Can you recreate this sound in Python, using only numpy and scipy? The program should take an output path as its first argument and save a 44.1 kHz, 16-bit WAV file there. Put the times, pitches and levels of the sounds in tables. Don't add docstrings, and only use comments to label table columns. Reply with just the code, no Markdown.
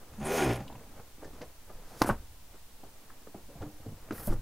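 import sys
import numpy as np
from scipy import signal
from scipy.fft import rfft, irfft
from scipy.io import wavfile
from scipy.ndimage import uniform_filter1d

SR = 44100
rng = np.random.default_rng(int(sys.argv[2]) if len(sys.argv) > 2 else 0)


def generate_wav(sig):
    pcm = np.round(np.clip(np.atleast_2d(sig).T, -1, 1) * 32767).astype(np.int16)
    wavfile.write(sys.argv[1], SR, pcm)


def gain_from_db(level_db):
    decades = np.asarray(level_db, float) / 20
    return 10 ** decades


N = 194657


def evened(x):
    return x / np.sqrt(np.mean(x ** 2) + 1e-20)


def coloured(x, points):
    f, db = np.transpose(points)
    hz = np.fft.rfftfreq(len(x), 1 / SR)
    gain_db = np.interp(np.log(hz + 1), np.log(f + 1), db, -90, -90)
    return evened(irfft(rfft(x) * gain_from_db(gain_db), len(x)))


def band(x, lo_hz, hi_hz, order=2):
    sos = signal.butter(order, [lo_hz, min(hi_hz, 20000)], "bandpass", fs=SR, output="sos")
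    return signal.sosfilt(sos, x)


def resonate(x, hz, width_hz):
    radius = np.exp(-np.pi * width_hz / SR)
    pole = radius * np.exp(2j * np.pi * hz / SR)
    return 2 * signal.lfilter([1 - radius], [1, -pole], x).real


def layers(x, edges_hz):
    hz = np.fft.rfftfreq(len(x), 1 / SR)
    octaves = np.log2((hz + 1) / np.reshape(edges_hz, (-1, 1)))
    above = .5 + .5 * np.tanh(5 * octaves)
    shares = -np.diff(above, axis=0)
    return (evened(irfft(rfft(x) * share, len(x))) for share in shares)


def columns(rows):
    s, *rest = np.transpose(rows)
    t = np.arange(s[0], s[-1], 1 / SR)
    return [np.interp(t, s, c) for c in rest]


def swells(s, db, rise_s, settle_s):
    s, db, rise_s, settle_s = (np.reshape(c, (-1, 1)) for c in (s, db, rise_s, settle_s))
    coarse = np.arange(0, N, 16)
    late = coarse / SR - s
    span = np.where(late < 0, -rise_s, settle_s)
    power = gain_from_db(db - 30 * abs(late / span)) ** 2
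    return np.interp(np.arange(N), coarse, np.sqrt(power.sum(0)))


def crackle(count, per_s, spread_db):
    size = gain_from_db(spread_db * np.minimum(rng.exponential(1, count), 5))
    return evened(size * rng.standard_normal(count) * (rng.random(count) < per_s / SR))


def add(mix, s, sound):
    part = mix[round(s * SR):][:len(sound)]
    part += sound[:len(part)]


def play(mix, rows, sound):
    for s, *rest in rows:
        add(mix, s, sound(*rest))


# (frequency [Hz], density [dB per Hz])
CUSHION = [(35, -26), (60, -20), (87, 8), (157, 1.5), (295, 0.5), (389, -5.5), (459, -1.5), (981, -7),
           (1270, -1.5), (5000, -25.5), (6500, -18), (11000, -120)]
LAYERS_HZ = (85, 300, 1000, 3500)
# (time [s], level [dB], rise by 30 dB [s], settling by 30 dB [s])
RUBS = [(0.01, -54.5, 0.087, 1), (.21, -52, 0.29, 0.036), (.7, -53.5, 0.017, 1),
        (0.999, -49.5, 0.22, 0.065), (1.222, -54, 0.1, 0.021), (1.4, -55, 0.22, 0.055),
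        (1.691, -53, 0.028, 0.35), (1.96, -49.5, 0.59, 0.27), (2.2, -62, 0.072, 0.39),
        (2.556, -55, 0.11, 0.066), (2.82, -62.5, 0.5, 0.026), (3.14, -59, 0.95, 0.35),
        (3.59, -53.5, 0.29, 0.081), (3.68, -59, .1, 0.11), (3.856, -54, 0.23, 0.037),
        (4.091, -54, 0.65, 0.075)]
# (time [s], level [dB], settling by 30 dB [s], foam weight [dB], skin rasp [dB])
GRIPS = [(.58, -43, .2, 4, -10), (.66, -58, .35, 10, -10), (1.228, -43.5, .14, -6, -16),
         (1.354, -53, .1, 1, -12), (1.414, -43, .11, -5, -12), (2.02, -26, .02, -5, 0),
         (2.033, -40, .14, 2, -2), (2.058, -43, .12, 2, 0), (2.076, -39, .07, 0, 0),
         (2.094, -18, .03, -14, -12), (2.11, -38, .09, 4, -5), (2.838, -49, .083, -6, -13),
         (3.274, -52, .05, -8, -10), (3.35, -49, .12, 0, -10), (3.616, -40, .12, -6, -14),
         (3.49, -54, .12, 2, -14), (3.865, -50, .12, 4, -20), (4.112, -41, .07, 3, -8),
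         (4.15, -48, .3, -2, -3), (4.2, -47, .4, 2, -4), (4.28, -39, .1, 4, -9), (4.297, -41, .12, 7, -9),
         (4.326, -41, .075, 5, -10)]


def rub():
    clumps = gain_from_db(1.06 * evened(band(rng.standard_normal(N), 23.2, 47)))
    grains = rng.standard_normal(N) + 0.23 * crackle(N, 400, 4.0)
    foam, cover, rasp = layers(coloured(clumps * grains, CUSHION), LAYERS_HZ)
    s, db, settle_s, foam_db, rasp_db = np.transpose(GRIPS)
    rise_s = 0.014
    grips = swells(s, db, rise_s, settle_s)
    rubs = swells(*np.transpose(RUBS))
    weight = swells(s, db + foam_db, rise_s, 1.1 * settle_s) + gain_from_db(-2) * rubs
    skin = swells(s, db + rasp_db, rise_s, settle_s) + gain_from_db(-6) * rubs
    return gain_from_db(-5.0) * ((grips + rubs) * cover + skin * rasp + weight * foam)


# (time [s], level [dB], settling by 30 dB [s], its sign is of no effect)
JOLTS = [(.13, -47, 2.5), (.22, -46, 2.5), (.47, -47, -0.8), (.8, -68, -1.5), (1.26, -47.5, 0.8),
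         (1.47, -57, 6), (1.73, -58, 1), (2.1, -32.5, 0.32), (2.299, -50.5, 0.9), (2.5, -55, 1),
         (2.84, -53.5, 0.5), (3.13, -60, -5), (3.45, -53.5, 4), (3.63, -43, 0), (3.87, -45, 0.7),
         (4.2, -44.5, -8), (4.29, -38, -7), (4.39, -45, -2)]


def sway():
    s, db, settle_s = np.transpose(JOLTS)
    wobble = evened(band(rng.standard_normal(N), 18.3, 80.6, order=3))
    wobble /= np.sqrt(uniform_filter1d(wobble ** 2, 5000))
    drift = evened(band(rng.standard_normal(N), 3.1, 16.8))
    return swells(s, db - 6.0, 0.14, settle_s) * wobble + gain_from_db(-56.5) * drift


# (frequency [Hz], level [dB])
FRAME = [(110, 23), (215, 13), (300, 0.5), (380, 5), (480, -13), (600, -0.5), (790, -26), (1000, -68),
         (1300, 3), (1600, 9), (2250, -43)]


def knock(db, hz, t60, edge_db, contact_ms):
    t = np.arange(round(.2 * SR)) / SR - .0035
    chance = rng.standard_normal((3, len(t)))
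    fall = gain_from_db(-60 * t / t60) * (t > 0)
    bounces = chance[0] * (abs(chance[1]) > 2.6) * fall
    blow = 1.16 * np.exp(-(t * SR) ** 2) + bounces + 0.13 * chance[1] * fall
    modes = np.zeros(len(t))
    for f, mode_db in FRAME:
        near = gain_from_db(mode_db - 16.0 * abs(np.log2(f / hz)))
        modes += near * resonate(blow, f, 0.9 / t60 + 0.14 * f) / np.sqrt(f)
    modes += gain_from_db(-20.0) * resonate(blow, hz, 5.4 / t60 + 0.0079 * hz) * np.sqrt(300 / hz)
    modes = band(modes, 0.35 * hz, 1000 / contact_ms, order=4)
    edge = band(chance[2] * fall, 1900, 6500)
    return gain_from_db(db) * (modes / abs(modes).max() + gain_from_db(edge_db) * edge / abs(edge).max())


# (time [s], peak level [dB], pitch of struck part [Hz], T60 [s])
HARD = [(0.134, -41.5, 173, 0.058), (0.599, -35, 253, 0.095), (0.978, -62, 447, 0.083),
        (1.229, -41, 435, 0.12), (1.329, -41.5, 270, 0.22), (1.413, -36.5, 476, 0.12),
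        (2.105, -29, 715, 0.054), (2.23, -51, 172, 0.058), (2.538, -49, 370, 0.045),
        (3.215, -51, 245, 0.15), (3.614, -35.5, 345, 0.1), (4.105, -31.5, 277, 0.046),
        (4.119, -29, 344, 0.076)]
# (time [s], peak level [dB], pitch of struck part [Hz], T60 [s])
SOFT = [(0.213, -35, 222, 0.72), (3.345, -41, 298, 0.18), (3.66, -49, 295, 0.19), (1.178, -48, 307, 0.12),
        (1.249, -39, 160, 0.16), (1.698, -40.5, 830, 0.058), (2.829, -44, 380, 0.1),
        (3.268, -43.5, 298, 0.18), (3.629, -40, 294, 0.29), (3.795, -46, 174, 0.077),
        (3.862, -42, 284, 0.065), (3.884, -43, 248, 0.13), (3.918, -43, 174, 0.045),
        (4.128, -36, 171, 0.024), (4.271, -37, 181, 0.073), (4.28, -39, 234, 0.13), (4.323, -29, 302, 0.06)]


def hand_knocks(hits):
    play(hits, HARD, lambda *blow: knock(*blow, edge_db=-14.5, contact_ms=0.43))
    play(hits, SOFT, lambda *blow: knock(*blow, edge_db=-22, contact_ms=1.5))


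# (time [s], effort level [dB], slip rate [Hz])
SWING = [(0.17, -65, 67.9), (0.22, -42.5, 71.13), (0.266, -33.5, 74.8), (0.34, -31, 85.4),
         (0.418, -26, 73.72), (0.464, -31, 65.76), (0.5, -31, 58.7), (0.542, -34.5, 58.7),
         (0.66, -65, 66.7)]
# (frequency [Hz], bandwidth [Hz], level [dB])
SEAT = [(240, 19, -6), (380, 16, 3.5), (600, 126, -7), (787, 29.4, -1.5), (950, 310, -14), (1444, 23, -2),
        (1640, 320, -12.5), (2470, 340, -8.5), (3110, 640, -13.5)]
# (time [s], level [dB], rise by 30 dB [s], settling by 30 dB [s])
PUMP = [
    (.22, -40.5, 0.044, 0.22),
    (.32, -49, .3, 0.25),
    (0.489, -29.5, 0.13, 0.23),
]


def hinge():
    effort_db, slip_hz = columns(SWING)
    count, start = len(slip_hz), round(SWING[0][0] * SR)
    turns = np.cumsum(slip_hz * (1 + 0.27 * uniform_filter1d(rng.standard_normal(count), 300))) / SR
    phase = 2 * np.pi * turns

    k = np.arange(1, 40)[:, None]
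    spread = rng.standard_normal((39, 1))
    slips = evened((np.cos(k * phase + 1.62 * spread) * gain_from_db(-.3 * k)).sum(0))
    gate = 0.89 + np.exp(-(turns % 1) / .5)
    scrape = evened(gate * rng.standard_normal(count))
    rough = 0.31
    drive = (1 - rough) * slips + rough * 5.55 * scrape

    bite_db = -7.5 + 10.5 * np.arange(count) / SR
    body = np.zeros(count)
    for i, (hz, width_hz, db) in enumerate(SEAT):
        body += (-1) ** i * gain_from_db(db + bite_db * (hz > 1200)) * resonate(drive, hz, width_hz)

    gap_hz = 562 * (slip_hz / 86.7) ** 1.95
    gap_db = -1 + 12 * np.minimum(effort_db + 33.5, 0)
    carrier = np.exp(2j * np.pi * np.cumsum(gap_hz) / SR)
    lowpass = signal.butter(2, 110, fs=SR, output="sos")
    gap = (carrier * signal.sosfilt(lowpass, (drive + 0.22 * slips) / carrier)).real
    body = evened(band(body, 330, 3800)) + gain_from_db(gap_db) * evened(gap)

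    puffs = -evened(np.cos(phase) * 0.47 + np.cos(2 * phase) + 0.36 * np.cos(3 * phase))
    pump = swells(*np.transpose(PUMP))[start:][:count] / gain_from_db(effort_db)
    hum = swells(s=0.23, db=-33.5, rise_s=.5, settle_s=.2)[start:][:count] / gain_from_db(effort_db)
    unsteady_db = 0.95 * evened(band(rng.standard_normal(count), 15.6, 28))
    judder = evened(body) + pump * puffs + hum * np.cos(3 * phase)
    judder = gain_from_db(effort_db + unsteady_db) * judder * signal.windows.tukey(count, .1)
    return judder, gate / gate.mean(), effort_db


# (frequency [Hz], density [dB per Hz])
VINYL = [(1470, 35), (2500, 1.5), (2700, -14), (3270, -14.5), (4180, -14), (4440, -11.5), (5380, -10.5),
         (6460, -13), (7650, -11.5), (9410, -11), (10400, -10), (13800, -20.5), (15600, -19)]
# (frequency [Hz], bandwidth [Hz], level [dB])
RIDGES = [(6430, 630, -12), (8940, 500, -6.5), (14000, 550, -12)]
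SPLITS_HZ = (2800, 7500, 11500, 16500)


def slide(level_db, dull_db, fine_db):
    count = len(level_db)
    fizz = coloured(rng.standard_normal(count) + 0.4 * crackle(count, 1500, 4.1), VINYL)
    fizz = fizz + sum(gain_from_db(db) * resonate(fizz, hz, width_hz) for hz, width_hz, db in RIDGES)
    dull, mid, fine = layers(fizz, SPLITS_HZ)
    flutter_db = 0.33 * evened(band(rng.standard_normal(count), 25, 83))
    return gain_from_db(level_db + flutter_db) * (mid + gain_from_db(dull_db) * dull + gain_from_db(fine_db) * fine)


def stroke(length_s, db, dull_db, fine_db):
    t = np.arange(round(.35 * SR)) / SR - .25
    touch_db = 20 * np.log10(np.clip((t + length_s) / (0.39 * length_s), 1e-4, 1))
    swell_db = np.where(t < 0, 8 * t / length_s, -791 * t)
    return slide(db + touch_db + swell_db, dull_db, fine_db)


# (time of stop [s], length [s], level [dB], dull part [dB], finest fizz [dB])
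STROKES = [(0.204, .012, -65, -1, -8), (0.271, 0.03, -43.5, -23, -24), (.31, 0.047, -52.5, -10, -6),
           (0.379, 0.093, -50.5, 6.5, 1), (0.451, 0.11, -52, -1, -11), (0.53, 0.037, -58, -2, -6),
           (0.561, 0.014, -55.5, -2, -10), (2.011, 0.19, -66.5, 5.5, -1), (2.027, 0.014, -65, -10, -12),
           (2.044, 0.076, -57.5, 4.5, 3), (2.088, 0.037, -46, -4.5, -2), (2.129, 0.036, -61.5, -3, -3),
           (4.211, 0.1, -59, 0.5, 10), (4.28, 0.078, -54.5, -3.5, 9), (4.339, 0.086, -62, 3, -1)]


def vinyl_swish(effort_db):
    swish = np.zeros(N + SR)
    level_db = -56 + 1.17 * (effort_db + 30.0)
    add(swish, 1 + SWING[0][0], slide(level_db, dull_db=5, fine_db=-1.5))
    for stop_s, *rest in STROKES:
        add(swish, 1 + stop_s - .25, stroke(*rest))
    return swish


def ring(db, hz, t60):
    t = np.arange(round(.3 * SR)) / SR
    return gain_from_db(db - 60 * t / t60) * np.sin(2 * np.pi * hz * t) * (1 - np.exp(-t * hz * 3))


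# (time [s], peak level [dB], frequency [Hz], T60 [s])
RINGS = [(1.663, -49, 87.5, 0.41), (1.696, -52, 457, 0.051), (1.699, -50, 1190, 0.044),
         (1.785, -47, 488, 0.054), (1.918, -49, 735, 0.051), (2.832, -45, 480, 0.048),
         (3.2705, -38, 510, 0.019), (3.2705, -49, 1240, 0.016), (3.3445, -37, 600, 0.02),
         (3.346, -42.5, 330, 0.1), (3.104, -50.5, 1300, 0.067), (3.104, -53, 700, 0.036),
         (2.0192, -27, 940, 0.011), (2.019, -29, 2200, 0.013), (2.094, -22, 200, 0.071),
         (4.145, -54, 1250, 0.031), (4.181, -45, 1910, .03), (4.183, -46, 1370, .03),
         (4.122, -39, 377, 0.019), (4.129, -29, 226, 0.019), (.669, -49, 1020, .05), (.725, -45, 983, .04),
         (.753, -41.5, 970, 0.023), (.81, -46.5, 456, 0.087), (1.003, -45, 476, 0.076),
         (1.245, -49.5, 1786, 0.096), (3.489, -49.5, 292, 0.18), (3.5, -48, 556, 0.088),
         (3.557, -36.5, 140, 0.052), (3.553, -51.5, 690, 0.11), (3.607, -32, 95, 0.13),
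         (3.632, -39.5, 300, 0.34), (3.665, -33, 134, 0.059), (3.861, -38, 101.5, 0.32),
         (3.862, -43, 443, 0.13), (3.864, -44, 211, .15), (3.882, -35, 140, 0.088),
         (3.915, -36, 153, 0.087), (4.1085, -30, 1273, 0.018), (4.1085, -24, 325, 0.038),
         (4.2751, -20.5, 202, 0.057), (4.275, -29, 600, 0.055), (4.289, -31.5, 102, 0.26),
         (4.305, -34, 338, 0.15), (4.345, -38.5, 106, 0.52), (.212, -40, 740, 0.037),
         (.603, -42, 802, 0.13), (.699, -44, 944, 0.041), (2.0232, -19, 1047, 0.022)]


def frame_rings(hits):
    play(hits, RINGS, ring)


# (time [s], level [dB], frequency [Hz], rise by 30 dB [s], settling by 30 dB [s])
SINGS = [(.265, -52, 9500, 0.04, 0.11), (.29, -57, 6650, .15, .1), (.33, -52, 13700, .08, .3),
         (.345, -52, 6270, 0.22, .15), (.4, -45, 6520, .2, 0.22), (.38, -48, 9600, 0.24, 0.13),
         (.39, -57, 11500, .15, .15), (.445, -48, 9200, .15, .05), (.45, -52, 5180, 0.13, 0.17),
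         (.5, -64, 13500, .1, .15), (.515, -55, 5450, .08, 0.074), (.535, -64, 11300, .05, 0.045),
         (.56, -57, 11200, .04, .04)]


def seam_sing():
    fizz = rng.standard_normal(SR) + .4 * crackle(SR, 1200, 3.2)
    song = np.zeros(SR)
    for s, db, hz, rise_s, settle_s in SINGS:
        note = resonate(resonate(fizz, hz, 460), hz, 460)
        song += swells(s, db, rise_s, settle_s)[:SR] * evened(note)
    return song


def tick(db, hz, t60):
    t = np.arange(round(.1 * SR)) / SR
    burst = rng.standard_normal(len(t)) * gain_from_db(-60 * t / t60) * (1 - np.exp(-t / 0.000092))
    mode = band(burst, 0.76 * hz, 1.134 * hz)
    return gain_from_db(db) * mode / abs(mode).max()


# (time [s], peak level [dB], frequency [Hz], T60 [s])
TICKS = [(.605, -45, 2350, 0.025), (.668, -52, 915, 0.026), (.678, -42.5, 3323, 0.051),
         (.699, -47, 880, 0.028), (.725, -49, 870, 0.021), (.727, -49.5, 3330, 0.027),
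         (.753, -48, 814, 0.024), (.755, -48, 2750, .03), (.795, -52, 2200, .02), (.834, -56, 2320, 0.023),
         (1.246, -49, 6550, .06), (1.247, -45.5, 1760, 0.044), (1.415, -42.5, 2250, 0.038),
         (1.415, -47.5, 4620, .05), (1.418, -50.5, 6150, 0.055), (4.109, -42, 1270, 0.013),
         (4.147, -51, 1300, 0.034), (4.18, -47, 1950, 0.034), (4.11, -41, 2380, 0.035),
         (2.019, -24.5, 1900, 0.024), (2.018, -25, 2300, .022), (3.271, -49, 1090, 0.026),
         (3.624, -43, 1500, 0.057), (2.833, -47, 700, .04), (3.1, -47, 1450, .04), (3.345, -44, 780, .04),
         (4.276, -38, 643, 0.029), (4.275, -44, 197, 0.046), (2.094, -30, 150, 0.091),
         (4.324, -44, 1160, 0.036)]


def metal_ticks(hits):
    play(hits, TICKS, tick)


def thump(db, hz, t60):
    t = np.arange(round(.6 * SR)) / SR
    return gain_from_db(db - 60 * t / t60) * np.sin(2 * np.pi * hz * t) * (1 - np.exp(-t / .003))


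# (time [s], peak level [dB], frequency [Hz], T60 [s])
THUMPS = [
    (1.298, -45, 20, .4),
    (1.743, -39, 19.5, .7),
    (2.1, -33, 22, .5),
    (3.6, -40, 30, .4),
    (4.289, -18.5, 17.5, .5),
]


def floor_thumps(seat):
    play(seat, THUMPS, thump)


def snap(db, blow_ms, edge_db, recoil):
    t = np.arange(round(.06 * SR)) / SR - .002
    u = t / (blow_ms * 0.00081)
    push = ((1 - recoil) * (1 - .5 * u ** 2) - recoil * 1.56 * u) * np.exp(-u ** 2 / 2)
    chatter = 0.13 * rng.standard_normal(len(t)) * (t > 0) * gain_from_db(-60 * t / 0.034)
    hit = np.exp(-(t / 6e-5) ** 2) + chatter
    edge = band(hit, 4020, 5860) + 0.57 * band(hit, 8500, 13400)
    return gain_from_db(db) * (push + gain_from_db(edge_db) * edge / abs(edge).max())


# (time [s], peak level [dB], pitch of struck part [Hz], T60 [s])
RATTLE = [(2.012, -26.5, 450, 0.039), (2.0157, -22.5, 240, 0.061), (2.0188, -32, 1020, 0.022),
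          (2.033, -52, 920, .05), (2.0417, -21.5, 317, 0.025), (2.057, -26, 600, 0.024),
          (2.075, -27, 400, 0.029), (2.0903, -27, 228, 0.091), (2.095, -21.5, 914, 0.068),
          (2.12, -43, 200, .12)]
# (time [s], peak level [dB], frequency [Hz], T60 [s])
PLATE = [(2.0153, -14, 327, 0.026), (2.0201, -21.5, 229, 0.066), (2.098, -27.5, 1500, 0.036),
         (2.107, -27, 1100, 0.031), (2.06, -34, 1510, .04), (2.073, -35.5, 1290, .05),
         (4.324, -38, 1160, 0.034), (4.324, -37, 860, 0.037)]
# (time [s], peak level [dB], blow length [ms], edge relative to push [dB], recoil share [0-1])
SNAPS = [
    (2.0186, -5, 0.25, -10, 0.0),
    (2.092, -12, 0.38, -30, 0.9),
]


def latch(hits):
    play(hits, RATTLE, lambda *blow: knock(*blow, edge_db=-26, contact_ms=0.67))
    play(hits, PLATE, ring)
    for s, *rest in SNAPS:
        add(hits, s - .002, snap(*rest))


def cabin(x):
    t = np.arange(round(.2 * SR)) / SR
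    tail = band(rng.standard_normal(len(t)) * gain_from_db(-60 * t / 0.21) * (t > .003), 240, 8500)
    return signal.fftconvolve(x, tail / np.linalg.norm(tail))[:N]


def scene():
    seat = rub() + sway()
    hits = np.zeros(N + SR)
    hand_knocks(hits)
    judder, gate, effort_db = hinge()
    add(seat, SWING[0][0], judder)
    swish = vinyl_swish(effort_db)
    throb = np.ones(N)
    add(throb, SWING[0][0], .5 * (gate - 1))
    frame_rings(hits)
    add(swish, 1, seam_sing())
    metal_ticks(hits)
    floor_thumps(seat)
    latch(hits)
    mix = seat + swish[SR:] * throb + hits[:N] + gain_from_db(-18.5) * cabin(hits)
    return np.array([mix, mix])


# (frequency [Hz], density [dB per Hz])
HISS = [(35, -21), (60, -3), (243, -7), (280, -5), (329, -10.5), (856, -10.5), (940, -11), (1080, -12),
        (1240, -15), (10900, -19), (15800, -18.5)]
# (frequency [Hz], density [dB per Hz])
APART = [(35, -56), (60, 5), (149, 4.5), (436, 5.5), (817, 5), (962, 4.5), (1160, 5), (8220, 5), (15800, 4)]


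def microphone_hiss():
    mid = gain_from_db(-60) * coloured(rng.standard_normal(N), HISS)
    side = gain_from_db(-63) * coloured(rng.standard_normal(N), APART)
    return np.array([mid + side, mid - side])


def band_limit(x):
    return signal.sosfilt(signal.butter(12, 16550, fs=SR, output="sos"), x)


def record(dry):
    mix = dry + microphone_hiss() + .0026
    return band_limit(mix)


dry = scene()
out = record(dry)
generate_wav(out)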